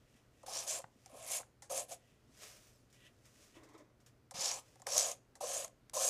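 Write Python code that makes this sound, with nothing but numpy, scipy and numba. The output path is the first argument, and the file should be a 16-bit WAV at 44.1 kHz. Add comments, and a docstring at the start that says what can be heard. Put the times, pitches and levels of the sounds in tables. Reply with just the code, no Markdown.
"""Painting blade on a canvas board

A flat painting blade spreads paint over a canvas board in two runs of quick strokes, close by in a small quiet room.
Its edge sticks and slips on the weave thousands of times a second: random slips excite resonances,
so the blade rasps high up and the board answers with a hollow rub. Ticks, snags and smacks are short transients.
Between the strokes it scoops fresh paint (swelling filtered slips), a ribbed sleeve sings faintly
and the board is shifted in the hand; room air (filtered noise) and mains hum (a sine) lie underneath."""
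import sys
import numpy as np
from scipy import signal
from scipy.fft import rfft, irfft, next_fast_len
from scipy.io import wavfile
from scipy.ndimage import uniform_filter1d
from numba import njit

SR = 44100
rng = np.random.default_rng(int(sys.argv[2]) if len(sys.argv) > 2 else 0)


def file_out(sig):
    """Save sig as 16-bit WAV at sys.argv[1]."""
    # one column per channel
    cols = np.atleast_2d(sig).T
    # limit, then scale
    lim = np.clip(cols, -1, 1)
    pcm = np.round(lim * 32767).astype(np.int16)
    wavfile.write(sys.argv[1], SR, pcm)


N = 268701
T = np.arange(N) / SR  # time [s]

# Sweeps of the blade; force is 0 dB in a firm stroke, and the colour depends on where and at what angle it is held:
# (start [s], swell [s], ease [s], crest force [dB], force on landing re crest [dB], force on lifting re crest [dB],
#  edge sizzle at 0 dB force [dB], blade resonance at the crest [Hz], blade's low mode re scratch [dB],
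#  board at 0 dB force [dB], board resonance [Hz], upper board modes, relative [dB])
STROKES = [ (0.458, 0.12, 0.12, -2.5, -21, -27.5, -52, 5950, -8.5, -46.5, 695, -3),
           (0.666, 0.03, 0.085, -0.5, -9, -6.5, -50.5, 6660, -8, -48.5, 612, -3),
           (1.090, .160, .020, -16.5, -27, -3.5, -54, 7330, -5, -50, 620, -1),
           (1.262, 0.075, 0.043, -2, -16, -2, -42, 6950, -1, -50.5, 622, 0.5),
           (1.695, .092, 0.031, -2, -12, -11, -45.5, 6990, -7, -44, 595, -4.5),
           (1.881, 0.041, 0.01, -12, -24, -2.5, -50.5, 7030, -9, -51, 594, -9.5),
           (4.337, 0.12, 0.13, 3, -21, -18.5, -55, 5830, -6, -46.5, 719, -1.5),
           (4.863, .124, 0.13, 6, -23.5, -14.5, -50.5, 6250, -6, -47, 585, -0.5),
           (5.404, .140, 0.1, -2, -11, -9, -49.5, 6850, -9.5, -47, 576, -3.5),
           (5.933, 0.11, 0.04, 3.5, -13.5, 3, -45.5, 6790, -14.5, -46, 590, 1.5), ]
# The blade's broad scratch: (frequency [Hz], spectral level [dB])
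SCRATCH_COLOUR = [(900, -25.5), (1500, -0.5), (1750, 3), (2000, -8.5), (2400, 4), (3200, 4.5), (4200, 0),
                  (5500, -3), (8000, -20), (12000, -25.5)]
# The thin edge parting wet paint: (frequency [Hz], spectral level [dB])
SIZZLE_COLOUR = [(5000, 1.5), (8000, 6), (9800, 12), (11500, 6.5), (13000, 0), (15000, -11)]
# The flat of the blade digs in and the board grunts at the pitch of that spot: (time [s], level [dB], pitch [Hz])
DIGS = [(0.488, -48.5, 760), (0.565, -46, 720), (0.800, -51, 560), (1.151, -54.5, 490), (1.403, -48, 600),
        (1.719, -41.5, 500), (1.919, -45, 610), (4.877, -45, 600), (4.965, -40, 590), (5.094, -48, 580),
        (5.439, -37, 570), (5.650, -46.5, 640), (5.975, -39, 580)]
DIG_S = 0.01  # time from the middle of a dig until its depth is 1 / e
RASP_DB, SCRATCH_DB = -38.5, -51  # levels at 0 dB force
SCRATCH_SLOPE, SIZZLE_SLOPE, BOARD_SLOPE = 0.65, 0.38, 0.35  # dB per dB of force: these grow more slowly than the rasp
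BLADE_LOW_HZ = 2300  # the blade's low bending mode, on average
BLADE_RISE_OCT_PER_S = 1  # the blade's resonance climbs as it is drawn along
LIFT_DB_PER_S = 510  # fade once lifted


def strokes():
    """Stick-slip friction: the same slips ring the blade and the board, and one force drives every layer."""
    rows = np.array(STROKES)
    current = np.maximum(np.searchsorted(rows[:, 0], T) - 1, 0)
    (start, swell_s, ease_s, crest_db, land_db, lift_db,
     sizzle_db, blade_hz, low_db, board_db, board_hz, upper_db) = rows[current].T
    since_crest = T - start - swell_s
    force_db = crest_db + swell(since_crest, swell_s, ease_s, land_db, lift_db)
    touching = gate(start, swell_s + ease_s, LIFT_DB_PER_S)
    blade_hz = blade_hz * 2 ** (BLADE_RISE_OCT_PER_S * np.clip(since_crest, -swell_s, ease_s))

    slips = catches(per_s=5400, spread_db=3.0, patchy_db=1.17, patch_rate=240)
    ring = unit(blade(slips, blade_hz))
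    # coarser catches scratch; the slips also bend the blade in its low mode
    coarse = catches(per_s=5400, spread_db=3.5, patchy_db=1.0, patch_rate=89)
    low_hz = BLADE_LOW_HZ * (1 + 0.026 * walk(25))
    low_mode = unit(resonate(slips, low_hz, width_hz=630))
    scratch = unit(colour(coarse, SCRATCH_COLOUR)) + undb(low_db) * low_mode
    parting = catches(per_s=2000, spread_db=3.5, patchy_db=-1.95, patch_rate=100)
    sizzle = unit(colour(parting, SIZZLE_COLOUR))
    rasp = (undb(RASP_DB + force_db) * ring
            + undb(SCRATCH_DB + SCRATCH_SLOPE * force_db) * scratch
            + undb(sizzle_db + SIZZLE_SLOPE * force_db) * sizzle)
    rasp = glance(rasp, lag_s=.00223, share=0.068)

    # the whole face of the blade also drags on the board through the paint
    drag = catches(per_s=6000, spread_db=3, patchy_db=2.0, patch_rate=45)
    digs = 0
    for time, db, hz in DIGS:
        depth = np.exp(-((T - time) / DIG_S) ** 2)
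        digs = digs + undb(db) * depth
        board_hz = board_hz + (hz - board_hz) * depth ** .3  # the pitch bends over more slowly than the level
    rub = unit(board(slips + 1.18 * drag, board_hz, upper_db))
    stroke_gain = touching * undb(board_db + BOARD_SLOPE * force_db)
    return touching * rasp + np.hypot(stroke_gain, digs) * rub


SWELL_POWER = 1.5  # roundness of the crest


def swell(since_crest, rise_s, fall_s, first_db, last_db):
    """Force envelope in dB re its crest: it builds from the landing and eases towards the lift."""
    away = np.clip(np.maximum(-since_crest / rise_s, since_crest / fall_s), 0, 1)
    return np.where(since_crest < 0, first_db, last_db) * away ** SWELL_POWER


# The blade's narrow modes, which slide with its main resonance:
# (ratio to main resonance, width of each filter pass [Hz], mean level [dB])
BLADE_MODES = [(0.761, 400, -31.5), (0.958, 491, -2), (1.068, 401, 1), (1.2, 600, -5)]


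def blade(push, main_hz):
    """Modal resonance: one broad mode, and narrow modes that quiver and trade strength with the contact point."""
    ring = resonate(push, main_hz, width_hz=4230)
    for ratio, width, db in BLADE_MODES:
        quiver = 1 + .02 * walk(45)
        strength = undb(db + 3.3 * walk(30))
        ring = ring + strength * resonate(push, ratio * main_hz * quiver, width)
    return ring


# The board's fixed modes: (frequency [Hz], width of each filter pass [Hz], level [dB])
BOARD_MODES = [(545, 70, -2), (750, 110, -3), (1075, 140, -6), (1220, 240, -16)]


def board(push, main_hz, upper_db):
    """Plate modes: a main mode that depends on where the board is pressed, and fixed modes around it."""
    ring = resonate(push, main_hz, width_hz=138)
    for k, (hz, width, db) in enumerate(BOARD_MODES):
        delayed = np.roll(push, 40 * k)  # each mode 40 samples later than the one before
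        ring = ring + undb(db + upper_db * (k >= 2)) * resonate(delayed, hz, width)
    # below these modes the board hardly radiates: only a weak flexing of the whole panel is left
    flex = undb(-22.5) * resonate(push, 388, width_hz=460)
    radiating = signal.butter(5, 480, "high", fs=SR, output="sos")
    return signal.sosfilt(radiating, ring) + flex


def glance(x, lag_s, share):
    """Comb interference: one early reflection from a nearby surface ripples the spectrum."""
    return (x + share * np.interp(T - lag_s, T, x)) / np.hypot(1, share)


# The blade taps the board as it lands or flicks off; levels are those of the noise before the filters:
# (time [s], edge level [dB], board knock level [dB], decay T60 [s])
TICKS = [(0.431, -49.5, -27.5, 0.08), (0.465, -36.5, -52, 0.037), (0.818, -40.5, -44, 0.022),
         (1.06, -38.5, -35, 0.034), (1.409, -36, -29, 0.02), (1.622, -39, -35.5, 0.16),
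         (4.31, -35, -25.5, 0.057), (4.757, -50.5, -39, 0.037), (4.798, -48.5, -37.5, 0.042),
         (4.819, -39.5, -30.5, 0.028), (4.868, -21, -23.5, 0.038), (4.888, -26.5, -47, 0.024),
         (5.354, -43, -35, 0.092), (5.408, -40, -21, 0.033), (5.645, -29.5, -24.5, 0.014),
         (5.679, -39, -51, 0.015), (5.897, -36.5, -37, 0.011), (5.935, -45, -22.5, 0.013)]
# Clicking blade: (frequency [Hz], spectral level [dB])
TICK_COLOUR = [(600, -17.5), (1200, -17.5), (1900, -8.5), (2600, -20.5), (4500, -13.5), (6200, -9),
               (8000, -10), (10000, -13.5), (15000, -35)]


def ticks():
    """Impact excitation: each touch is a short burst of slips that clicks in the blade and knocks on the board."""
    edge, knock = 0, 0
    for time, db, knock_db, t60 in TICKS:
        # the first contact is a hard tick, the rest a softer skid
        touch = burst(time, t60) + undb(4) * burst(time, t60=0.0097)
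        edge = edge + undb(db) * touch
        knock = knock + undb(knock_db) * touch
    return colour(edge, TICK_COLOUR) + board(knock, main_hz=744, upper_db=-5.5)


# The edge snags on the weave and snaps free: (time [s], peak level of one full snap [dB])
SNAGS = [(0.6767, -26.5), (1.7215, -32), (1.776, -25.5), (1.916, -37.5), (4.4077, -24.5), (4.9793, -10.5),
         (4.996, -16.5), (5.1150, -26), (5.6136, -36), (5.6458, -28.5), (5.9514, -27), (5.9975, -25),
         (6.06, -32), (6.0854, -23)]


def snags():
    """Impulse response: a snag frees itself in two quick slips, the second stronger, each a sharp ringing snap."""
    slip = 1. * (T == 0)
    ring = undb(25.5) * resonate(slip, 6560, width_hz=1020)
    snap = colour(slip, TICK_COLOUR) + 1.5 * colour(slip, SIZZLE_COLOUR) + ring
    snap = snap / np.abs(snap).max()
    pair = .6 * snap + np.interp(T - .0018, T, snap, left=0)
    return sum(undb(db) * np.interp(T - time, T, pair, left=0) for time, db in SNAGS)


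# The blade peels off the wet paint with a smack: (time [s], burst level before the resonance [dB], pitch [Hz])
SMACKS = [(0.841, -26, 970), (1.431, -35, 1090), (5.678, -60, 1063)]


def smacks():
    """Damped resonance: the paint film breaks with a very short, dull pop."""
    return sum(undb(db) * resonate(burst(time, t60=0.021), hz, width_hz=830) for time, db, hz in SMACKS)


# The held board flexes with a soft low bump: (time [s], level before the envelope [dB], pitch [Hz])
BUMPS = [(0.15, -53.5, 234), (0.841, -46.5, 140), (0.958, -52, 238), (1.129, -49, 272), (2.123, -52, 148),
         (2.293, -51.5, 253), (3.567, -45.5, 337), (4.343, -44, 168), (4.386, -43.5, 174)]


def bumps():
    """Damped oscillation: the board flexes as a whole, heavily damped by the hand."""
    out = 0
    for time, db, hz in BUMPS:
        age = np.maximum(T - time, 0)
        envelope = (1 - np.exp(-age / 0.0026)) * np.exp(-age / 0.0066)
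        out = out + undb(db) * np.sin(2 * np.pi * hz * age) * envelope
    return out


# Soft swishes beside the canvas, from paint wiped off the palette or a moving sleeve:
# (crest time [s], rise [s], fall [s], level at the crest [dB], low scrape re wipe [dB])
WIPES = [(0.17, 0.28, .11, -74.5, -5.5), (0.42, .2, 0.16, -75, -7), (1.08, 0.27, .1, -70.5, -20),
         (2.10, 0.37, 0.2, -76, -4), (2.436, 0.1, 0.24, -53, -37), (2.69, 0.22, 0.17, -75.5, -41),
         (2.943, 0.013, 0.13, -71.5, -9), (3.068, 0.1, 0.033, -68, 5), (3.26, 0.031, 0.043, -76, -9),
         (3.438, 0.34, 0.23, -65, -30), (3.565, 0.035, 0.048, -76, 12), (4.68, 0.3, 0.44, -71.5, -19)]
# Soft wipe: (frequency [Hz], spectral level [dB])
WIPE_COLOUR = [(400, -8), (600, -3.5), (850, -14.5), (1100, -9), (2500, -7.5), (4200, -10), (5300, -5.5),
               (7000, -6.5), (10000, -13), (15000, -21)]
WIPE_DEPTH_DB = 20  # a swish gains this much over its rise and loses it over its fall


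def palette():
    """Friction noise: wipes swell and fade, with a lower scrape when the blade presses through the paint."""
    slips = catches(per_s=5100, spread_db=2.0, patchy_db=0.46, patch_rate=100)
    wipe = unit(colour(slips, WIPE_COLOUR))
    scrape = unit(resonate(slips, 2710, width_hz=1860) + 1.8 * resonate(slips, 1950, width_hz=200))
    out = 0
    for crest, rise_s, fall_s, db, scrape_db in WIPES:
        away = np.maximum((crest - T) / rise_s, (T - crest) / fall_s)
        out = out + undb(db - WIPE_DEPTH_DB * away) * (wipe + undb(scrape_db) * scrape)
    return out


# a sleeve slides past in one movement of the arm, which speeds up and slows down
SLEEVE_FASTEST_S, SLEEVE_RISE_S, SLEEVE_FALL_S = 2.65, .59, .30
THREAD_HZ, SLEEVE_DB = 3020, -71  # rate at which its threads pass at full speed; level at full speed


def sleeve():
    """Periodic roughness: ribbed cloth sings as overtones of the thread rate arch up and down with the speed."""
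    since = T - SLEEVE_FASTEST_S
    speed = np.maximum(1 - np.maximum(-since / SLEEVE_RISE_S, since / SLEEVE_FALL_S) ** 2, 0)
    slips = rng.standard_normal(N)
    song = sum(resonate(slips, k * THREAD_HZ * speed, width_hz=160) for k in range(2, 6))
    return undb(SLEEVE_DB) * speed ** 2 * unit(song)


# Light taps away from the canvas, while paint is picked up and the board is gripped:
# (time [s], burst level before colouring [dB])
TAPS = [(2.9006, -60.5), (2.9264, -54.5), (3.254, -51), (3.55, -56.5), (3.634, -52), (3.689, -57.5),
        (3.7344, -60), (3.7784, -54), (4.0023, -60), (4.062, -51)]


def taps():
    """Decaying noise bursts: small soft contacts with the same colour as the wipes."""
    return colour(sum(undb(db) * burst(time, t60=0.15) for time, db in TAPS), WIPE_COLOUR)


# Dull rub of the board in the hand: (frequency [Hz], spectral level [dB])
SHIFT_COLOUR = [(120, -57), (200, -15), (323, 3), (422, -5), (635, -5.5), (759, -13.5), (1060, -6.5),
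                (1490, -20), (2050, -13), (2830, -31), (3760, -22), (4250, -35), (5300, -27), (7120, -29),
                (14000, -60)]
SHIFT_START_S, SHIFT_HOLD_S, SHIFT_DB, SHIFT_FADE_DB_PER_S = 3.55, 0.25, -61.5, 139


def shift():
    """Sliding friction: the board slides a little in the hand with a dull, soft rub."""
    slips = catches(per_s=7000, spread_db=1.0, patchy_db=3.0, patch_rate=70)
    rub = undb(SHIFT_DB) * unit(colour(slips, SHIFT_COLOUR))
    return gate(SHIFT_START_S, SHIFT_HOLD_S, SHIFT_FADE_DB_PER_S) * rub


# Room air: (frequency [Hz], spectral level [dB])
AIR_COLOUR = [(18, -26.5), (30, -11), (129, -9.5), (171, -15.5), (234, -12.5), (612, -19.5), (859, -27),
              (1370, -27), (1870, -30), (3680, -37), (4420, -36), (15000, -46)]
AIR_DB, HUM_HZ, HUM_DB = -70, 120, -74.5  # mean levels


def background():
    """Stationary noise and a pure tone: room air that stirs a little, and a slightly wavering mains hum."""
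    stir = undb(.8 * walk(5))
    air = unit(colour(rng.standard_normal(N), AIR_COLOUR)) * undb(AIR_DB) * stir
    hum = np.sqrt(2) * np.sin(2 * np.pi * HUM_HZ * T) * undb(HUM_DB + 0.78 * walk(9.9))
    return air + hum


def room(x, t60, wet_db):
    """Reverberation: an exponentially decaying tail from the nearby walls, duller than the direct sound."""
    age = T[:SR // 2]
    tail = rng.standard_normal(len(age)) * np.exp(-np.log(1000) * age / t60) * (age > .004)
    wet = signal.fftconvolve(x, tail / np.linalg.norm(tail))[:N]
    return x + undb(wet_db) * colour(wet, [(100, 8), (700, 8.0), (4000, -0.5), (14000, -9.0)])


def catches(per_s, spread_db, patchy_db, patch_rate):
    """Random impulse train: tiny slips, a few much stronger than the rest, bunched into patches."""
    size = undb(spread_db * np.minimum(rng.exponential(size=N), 4.5))
    slips = (rng.random(N) < per_s / SR) * size * rng.choice([-1, 1], N)
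    return unit(slips * undb(patchy_db * walk(patch_rate)))


def burst(s, t60):
    """Exponential decay: a flurry of slips that starts at s and dies away."""
    age = np.maximum(T - s, 0)
    decay = np.exp(-np.log(1000) * np.minimum(age / max(t60, .001), 4))
    return (T >= s) * rng.standard_normal(N) * decay


LANDING_S = .005  # time to touch down


def gate(start_s, hold_s, fade_db_per_s):
    """Contact envelope: it begins quickly, holds, then dies away at a steady rate in dB."""
    age = T - start_s
    on = (age >= 0) * undb(-fade_db_per_s * np.maximum(age - hold_s, 0))
    ramp = int(LANDING_S * SR) + 1
    return uniform_filter1d(on, ramp, origin=(ramp - 1) // 2)


def walk(rate):
    """Slow random modulation: levels held 1 / rate s and smoothed; rms 1."""
    hold = max(int(SR / rate), 1)
    return unit(uniform_filter1d(np.repeat(rng.standard_normal(N // hold + 1), hold), hold)[:N])


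def resonate(x, hz, width_hz):
    """Cascaded resonance: the band-pass applied twice for steep skirts."""
    centre = np.clip(hz * np.ones(N), 20, SR * .44)
    once = svf(x + 1e-18, centre, float(width_hz))
    return svf(once, centre, float(width_hz))


@njit
def svf(x, hz, width):
    """State-variable band-pass: two integrators in a loop, whose centre may move every sample."""
    y, band, low = np.empty(len(x)), 0., 0.
    for i in range(len(x)):
        g, k = np.tan(np.pi * hz[i] / SR), width / hz[i]
        v = (band + g * (x[i] - low)) / (1 + g * (g + k))
        band, low, y[i] = 2 * v - band, low + 2 * g * v, k * v
    return y


def colour(x, points):
    """Minimum-phase filter, by folding the cepstrum, through (frequency [Hz], level [dB]) points."""
    hz, db = np.transpose(points)
    size = next_fast_len(N + 8192, real=True) * 2
    f = np.maximum(np.arange(size // 2 + 1) * SR / size, 1)
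    low_cut_db = 20 * np.log10(np.minimum(f / hz[0], 1) ** 2)  # 12 dB per octave below the first point
    shape = np.interp(np.log(f), np.log(hz), db) + low_cut_db
    cepstrum = irfft(np.log(undb(shape) + 1e-5))
    cepstrum[1:size // 2] *= 2
    cepstrum[size // 2 + 1:] = 0
    return irfft(rfft(x, size) * np.exp(rfft(cepstrum)))[:N]


def undb(db):
    """Decibel law: level to amplitude gain."""
    return 10 ** (np.asarray(db) / 20)


def unit(x):
    """Normalisation to rms 1."""
    return x / np.sqrt(np.mean(x ** 2))


def scene():
    """Superposition: canvas work is close and dry; handling is further off and carries more room."""
    near = strokes() + ticks() + snags() + smacks() + bumps()
    far = palette() + sleeve() + taps() + shift()
    near = room(near, t60=0.31, wet_db=-20.5)
    far = room(far, t60=0.051, wet_db=-14.5)
    return (near + far + background())[None]


TOP_HZ = 15200


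def record(dry):
    """Band limiting: a steep elliptic low-pass cuts the top."""
    return signal.sosfilt(signal.ellip(10, .2, 70, TOP_HZ, fs=SR, output="sos"), dry)


dry = scene()
out = record(dry)
file_out(out)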